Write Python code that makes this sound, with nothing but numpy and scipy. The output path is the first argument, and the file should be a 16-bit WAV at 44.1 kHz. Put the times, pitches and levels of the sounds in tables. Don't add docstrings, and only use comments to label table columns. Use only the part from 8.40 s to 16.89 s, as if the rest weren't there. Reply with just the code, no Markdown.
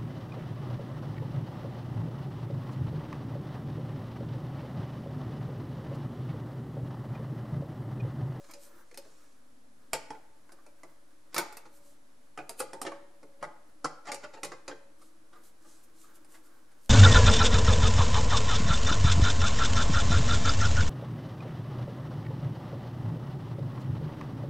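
import sys
import numpy as np
from scipy import signal
from scipy.fft import rfft, irfft, next_fast_len
from scipy.io import wavfile
from scipy.ndimage import uniform_filter1d

SR = 44100
rng = np.random.default_rng(int(sys.argv[2]) if len(sys.argv) > 2 else 0)


def materialize(psi):
    bounded = np.clip(np.atleast_2d(psi).T, -1, 1)
    quanta = np.round(bounded * 32767).astype(np.int16)
    wavfile.write(sys.argv[1], SR, quanta)


N = 374585

# start in seconds, level in dB, hardness in dB, favoured pitch in Hz,
# extra low ring in dB.
TAPS = [(0.111, -55.5, 16, 2500, -12), (0.137, -44.5, 5, 578, 1), (0.513, -53.5, 1, 2240, 5),
        (0.544, -50.5, 5.5, 2270, -7), (0.575, -44.5, 13, 534, 4.5), (1.533, -20, 4.5, 1390, 3.5),
        (1.705, -33, -8, 896, 10), (2.093, -49.5, -12, 618, -2), (2.12, -51, 8, 1110, 11.5),
        (2.264, -48, -2, 552, 9), (2.434, -45, 2.5, 1184, 14), (2.945, -30.5, 7, 1676, 2),
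        (2.964, -20.5, -6.5, 513, 13.5), (2.981, -22, 7.5, 327, 11.5), (2.992, -29, -26, 1150, -3),
        (3.126, -47.5, 6.5, 1317, -2), (3.17, -42, 8, 620, 9), (3.976, -30, -9, 865, 0),
        (4.094, -38, 14.5, 932, 0), (4.203, -25.5, 3.5, 532, -2.5), (4.333, -35, 2.5, 885, 6.5),
        (4.416, -32.5, 11, 1200, -1), (4.451, -30, -12, 890, 3.5), (4.518, -38, -7, 1143, -3),
        (4.83, -47, -4.5, 1198, 6.5), (5.027, -28.5, -8, 1230, 3), (5.445, -26, -0.5, 1336, 4),
        (5.718, -28.5, 4, 517, 3.5), (5.745, -38.5, 9.5, 970, -16), (6.033, -30, 7, 1213, 10),
        (6.048, -37.5, 10, 1200, 9), (6.119, -32.5, -12.5, 1850, 0.5), (6.28, -29.5, -5, 560, 5.5),
        (7.847, -55.5, 9.5, 1185, 6.5)]
SLIPS = [(0.041, -52.5, -14, 1330, -5), (0.093, -45, -27, 1350, -8), (0.648, -53.5, -29, 780, 9),
         (1.745, -47.5, -25, 770, 3), (2.183, -55.5, -38, 1170, -7), (2.928, -49, -9, 1220, 4),
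         (3.004, -33.5, -30, 845, -6), (3.253, -48.5, -14, 1328, 17), (3.988, -33.5, -38, 796, -7.5),
         (4.192, -50, 22, 1234, 15.5), (4.463, -27.5, -16, 545, 0), (5.012, -47, -21, 695, 7),
         (5.034, -42, -8, 1130, -1), (5.653, -47.5, -11.5, 1370, -10), (5.668, -36, -13, 1960, -12),
         (5.684, -32, -19.5, 817, 4), (5.836, -34, -18.5, 1364, 2.5), (5.937, -41, -15, 840, 8.5),
         (5.97, -43, -33, 876, 6), (6.309, -35.5, -35, 930, 8), (6.615, -56.5, 3, 1274, 11),
         (6.93, -48, -16, 1235, 4), (6.955, -51.5, -14, 1240, 7.5), (7.25, -54.5, -23, 1442, 9),
         (7.64, -57, -15, 1270, 7), (7.762, -59.5, -23, 1290, 11), (7.944, -47.5, -9, 1900, -11),
         (7.965, -60, -20, 850, -11), (8.315, -60, -1, 1330, 5)]
# start in seconds, low ring in dB, tick in dB, top octave in dB,
# favoured pitch of skids in Hz.
PLACES = [(0, -9, 2, -3, 554), (1.2, -15.5, -4, -5, 990), (2.8, -23.5, -1.5, 5.5, 876),
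          (3.7, -6.5, -5.5, -12, 828), (5.3, -11.5, 0, -11, 960), (6.5, -14, -8.5, -23, 1293)]
# frequency in Hz, level in dB, T60 in seconds.
LOW_MODES = [(147, -10, 0.306), (193, -7.5, 0.12), (277, -10, 0.045), (318.5, -1, 0.067), (352, -5, 0.13),
             (452.3, -4, 0.13), (538, 3, 0.078), (561, -15.5, 0.42), (672, -4, 0.04)]
MID_MODES = [(751, -4, 0.07), (800.4, -12.5, 0.076), (847, -13.5, 0.27), (898, -5.5, 0.17),
             (967, -9, 0.061), (1092, -29, 0.18), (1145, 2.5, 0.031), (1264, -5, 0.03), (1400, 5, 0.0193),
             (1762, -7, 0.03), (1978, -12.5, 0.035), (2163, 4, 0.0143), (2570, -5, 0.01489),
             (2918, 0, 0.0079)]
# frequency in Hz, gain in dB.
PANEL_EQ = [(170, -22), (400, -38), (800, -29), (1500, 5), (2600, -8), (3600, -4.5), (7000, -25),
            (14000, -60)]
TICK_EQ = [(800, -29), (2500, 8.5), (3400, -1.5), (4900, 8.5), (6000, 3), (7400, 4), (11000, -76)]
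EDGE_EQ = [(6800, -21.5), (8500, -1.5), (10000, -3.5), (12500, -14), (15500, -30)]
# frequency in Hz, gain in dB.
RADIATION_EQ = [(30, -9), (100, -15), (146, -10), (210, -9.5), (290, -2)]
# centre in seconds, level in dB, half length in ms.
STROKES = [(0.069, -68, 200), (.24, -60, 42), (0.7, -71, 260), (3.36, -66, 36), (3.48, -67.5, 60),
           (6.646, -69.5, 58), (7.062, -63.5, 36), (7.322, -65, 94), (7.441, -63.5, 13), (7.619, -63.5, 59),
           (7.758, -61.5, 18), (7.938, -63, 48), (8.061, -65.5, 24), (8.45, -66.5, 44)]
# time in seconds, level in dB.
GRIP_LEVELS = [(0, -61.5), (.25, -72.5), (.41, -61.5), (.445, -78), (.75, -68.5), (1.3, -91), (1.42, -75),
               (6.6, -82.5), (7, -73)]
# frequency in Hz, gain in dB.
RUB_EQ = [(600, -10), (950, 1.5), (1600, 0), (2600, -16.5)]
# frequency in Hz, T60 in seconds.
ROOM_T60 = [(150, 0.4), (500, 0.7), (2000, 0.66), (6000, 0.45), (12000, 0.21)]
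# time in seconds, centre in Hz, level in dB.
DRONE = [(0, 332, -78), (.75, 327.4, -71), (1.0, 256.6, -71), (1.45, 258, -63.5), (1.8, 305.4, -73),
         (3.4, 311.4, -72), (3.8, 263.4, -71.5), (4.2, 314.2, -74), (8.1, 314.6, -67.5), (8.49, 299, -83.5)]
# time in seconds, level in dB.
THIN_LEVELS = [(0, -66), (.33, -63.5), (.45, -84), (3.25, -76), (3.42, -67), (3.75, -81), (4.6, -68),
               (5.0, -62.5), (5.2, -73), (6.4, -75), (7.0, -84)]
# frequency in Hz, gain in dB.
FLOOR_EQ = [(20, -13.5), (36, -33), (46, -20), (54, -23.5), (178, -26), (249, -21), (398, -29),
            (555, -23.5), (674, -28), (1270, -31), (2770, -38.5), (9900, -39.5), (11400, -38), (15000, -86)]
FLOOR_SIDE_EQ = [(60, -19), (250, -4.5), (600, 1.5), (1500, 1), (4400, -3.5), (12000, -4.5)]

LEAD_SAMPLES = SR // 30
TAP_DECAY_MS, SLIP_RISE_MS = 5.34, 5.66
FIRM_DB, FAINT_DB = -29.5, -46
SKID_DELAY_S, SKID_DB, SKID_HARD_DB, SKID_DB_PER_DB = 0.011, -11, -11, 0.41
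LOW_DB_PER_DB = -0.12
EDGE_DB_PER_DB = 0.95
SPOT_DB, SPOT_LOG_WIDTH, SPOT_T60_S = 12, 0.069, 0.51
BRUSH_HZ, BRUSH_MS = 8660, 58
ROOM_DB, WALL_DB, WALL_DECAY_MS, PAN_DB = -9.5, -1.5, 13.7, -1.5
THIN_HZ, FLOOR_DB = 566, -67.5
CUTOFF_HZ, DC_OFFSET = 15400, -0.003


def screwdriver():
    ms = np.arange(-LEAD_SAMPLES, SR // 12) * 1000 / SR
    after_ms = np.maximum(ms, 0)
    sudden = np.exp(np.minimum(ms, 0) / 0.56 - after_ms / TAP_DECAY_MS)
    taps = contacts(TAPS, sudden, spread_db=3.1, low_db=0, tick_db=-4, tick_slope=0.53)
    creep = 0.43 * np.exp(-np.abs(ms) / 7.8)
    gradual = creep + after_ms / SLIP_RISE_MS * np.exp(1 - after_ms / SLIP_RISE_MS)
    slips = contacts(SLIPS + skids(), gradual, spread_db=2.94, low_db=1, tick_db=-5.5, tick_slope=0.55)
    return colour(taps + slips, RADIATION_EQ)


def skids():
    return [(s + SKID_DELAY_S, db + SKID_DB + SKID_DB_PER_DB * min(db - FIRM_DB, 0),
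             hard_db + SKID_HARD_DB, place_at(s)[-1], deep_db)
            for s, db, hard_db, _, deep_db in TAPS if db > FAINT_DB]


def place_at(s):
    return [row for row in PLACES if row[0] <= s][-1]


def contacts(rows, envelope, spread_db, low_db, tick_db, tick_slope):
    out, t = np.zeros(N + SR), np.arange(SR // 3) / SR
    swell = 1 - np.exp(-t / 0.0035)
    for s, db, hard_db, spot_hz, deep_db in rows:
        jolts = envelope * grit(len(envelope), spread_db)
        jolts /= np.sqrt(np.sum(jolts ** 2))
        _, place_low_db, place_tick_db, edge_db, _ = place_at(s)
        low_gain = undb(place_low_db + low_db + LOW_DB_PER_DB * (db - FIRM_DB) + deep_db)
        mid_ring = 0.37 * case_ring(MID_MODES, t, spot_hz, jolts)
        low_ring = low_gain * swell * case_ring(LOW_MODES, t, spot_hz, jolts)
        hit = signal.fftconvolve(jolts, mid_ring + low_ring)
        panel = colour(jolts, PANEL_EQ) * undb(-3.5)
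        tick = colour(jolts, TICK_EQ) * undb(place_tick_db + tick_db + tick_slope * hard_db)
        edge_tilt = [(10500, 0), (13500, edge_db + EDGE_DB_PER_DB * hard_db)]
        edge = colour(colour(jolts, EDGE_EQ), edge_tilt) * undb(hard_db)
        hit[:len(envelope)] += (panel + tick + edge) * np.sqrt(np.sum(envelope ** 2))
        i = int(s * SR) - LEAD_SAMPLES
        out[i:i + len(hit)] += undb(db) * hit
    return out[:N]


def case_ring(modes, t, spot_hz=None, jolts=None, scatter_db=2.65):
    hz, db, t60_s = np.transpose(modes)[:, :, None]
    damping = np.log(1000) / t60_s
    level_draw, pitch_draw = rng.standard_normal((2, len(modes), 1))
    hz = hz + 0.3135 * pitch_draw * damping
    gain = undb(db + scatter_db * level_draw)
    if spot_hz:
        nearness = np.exp(-(np.log(hz / spot_hz) / SPOT_LOG_WIDTH) ** 2)
        gain = gain * undb(SPOT_DB * np.minimum(SPOT_T60_S / t60_s, 1) * nearness)
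    phasor = np.exp(2j * np.pi * hz * t)
    if jolts is not None:
        drive = np.abs(phasor[:, :len(jolts)] @ jolts)
        gain = gain / (0.36 + drive)[:, None]
    return (gain * np.exp(-damping * t) * phasor.imag).sum(0)


def grit(size, spread_db):
    return rng.standard_normal(size) * undb(spread_db * rng.exponential(size=size))


def finger_strokes():
    t, out = np.arange(SR // 2) / SR, np.zeros(N + SR)
    from_centre_ms = (t - t[-1] / 2) * 1000
    for s, db, half_ms in STROKES:
        hz = BRUSH_HZ * (BRUSH_MS / half_ms) ** 0.2
        eq = [(hz / 12, -16), (hz / 4.2, -10), (hz, 0), (min(hz * 1.5, 14000), -5), (15500, -40)]
        hiss = unit(colour(grit(len(t), 3.1), eq))
        i = int(s * SR)
        out[i:i + len(t)] += undb(db) * hiss * np.exp(-(from_centre_ms / half_ms) ** 2)
    return out[len(t) // 2:][:N]


def grip():
    drag = grit(N, 1.6)
    ring = case_ring(LOW_MODES, np.arange(SR // 2) / SR, scatter_db=-3)
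    rub = unit(colour(drag, RUB_EQ)) + 0.65 * unit(signal.fftconvolve(drag, ring)[:N])
    return unit(colour(rub, RADIATION_EQ)) * undb(curve(GRIP_LEVELS) + 3.6 * wander(rate_hz=19))


def room(x):
    t = np.arange(SR) / SR
    tail = 0
    for hz in 90 * 2. ** np.arange(8):
        octave = signal.butter(2, [hz / 2 ** .5, hz * 2 ** .5], "bandpass", fs=SR, output="sos")
        band = signal.sosfilt(octave, rng.standard_normal((2, SR)))
        tail = tail + band * np.exp(-np.log(1000) * t / at_hz(ROOM_T60, hz))
    wet = signal.fftconvolve(np.pad(x, (0, SR))[None], tail, axes=1)
    wet *= undb(ROOM_DB) / np.sqrt(np.sum(tail ** 2))
    hop = SR // 10
    fade = np.sin(np.pi * np.arange(2 * hop) / (2 * hop))
    decay = np.exp(-t[:hop] * 1000 / WALL_DECAY_MS)
    decay *= undb(WALL_DB) / np.sqrt(2 * np.sum(decay ** 2))
    for i in range(0, N - 2 * hop, hop):
        scatter = rng.standard_normal((2, hop)) * decay
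        echo = signal.fftconvolve((x[i:i + 2 * hop] * fade)[None], scatter, axes=1)
        wet[:, i:i + echo.shape[1]] += echo
    mid = wet[0, :N]
    side = colour(wet[1, :N], [(60, -9), (380, -13), (650, -5), (12000, -4.5)])
    return np.array([mid + side, mid - side])


def noise_floor():
    mid = colour(rng.standard_normal(N), FLOOR_EQ)
    side = colour(colour(rng.standard_normal(N), FLOOR_EQ), FLOOR_SIDE_EQ)
    return undb(FLOOR_DB) / np.sqrt(np.mean(mid ** 2)) * np.array([mid + side, mid - side])


def drones():
    low = narrow_noise(curve(DRONE), width_hz=45) * undb(curve(DRONE, col=2))
    thin = narrow_noise(THIN_HZ, width_hz=18) * undb(curve(THIN_LEVELS))
    return low + thin


def narrow_noise(hz, width_hz):
    sway = uniform_filter1d(rng.standard_normal((2, N)), int(SR / width_hz), axis=1)
    phase = 2 * np.pi * np.cumsum(hz + np.zeros(N)) / SR
    return unit(sway[0] * np.cos(phase) + sway[1] * np.sin(phase))


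def wander(rate_hz):
    hold = int(SR / rate_hz)
    return 1.07 * uniform_filter1d(np.repeat(rng.standard_normal(N // hold + 1), hold), hold)[:N]


def curve(rows, col=1):
    rows = np.array(rows)
    return np.interp(np.arange(N) / SR, rows[:, 0], rows[:, col])


def colour(x, eq):
    size = next_fast_len(x.shape[-1])
    gain = undb(at_hz(eq, np.fft.rfftfreq(size, 1 / SR)))
    return irfft(rfft(x, size) * gain, size)[..., :x.shape[-1]]


def at_hz(table, hz):
    points_hz, values = np.transpose(table)
    return np.interp(np.log(np.maximum(hz, 1)), np.log(points_hz), values)


def undb(db):
    return 10 ** (np.asarray(db) / 20)


def unit(x):
    return x / np.sqrt(np.mean(x ** 2))


def scene():
    close = screwdriver() + finger_strokes() + grip()
    pan = undb(np.array([[PAN_DB], [-PAN_DB]]) / 2)
    return close * pan + room(close) + noise_floor() + drones()


def record(dry):
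    lowpass = signal.ellip(8, .2, 70, CUTOFF_HZ, fs=SR, output="sos")
    return signal.sosfilt(lowpass, dry) + DC_OFFSET


dry = scene()
out = record(dry)
materialize(out)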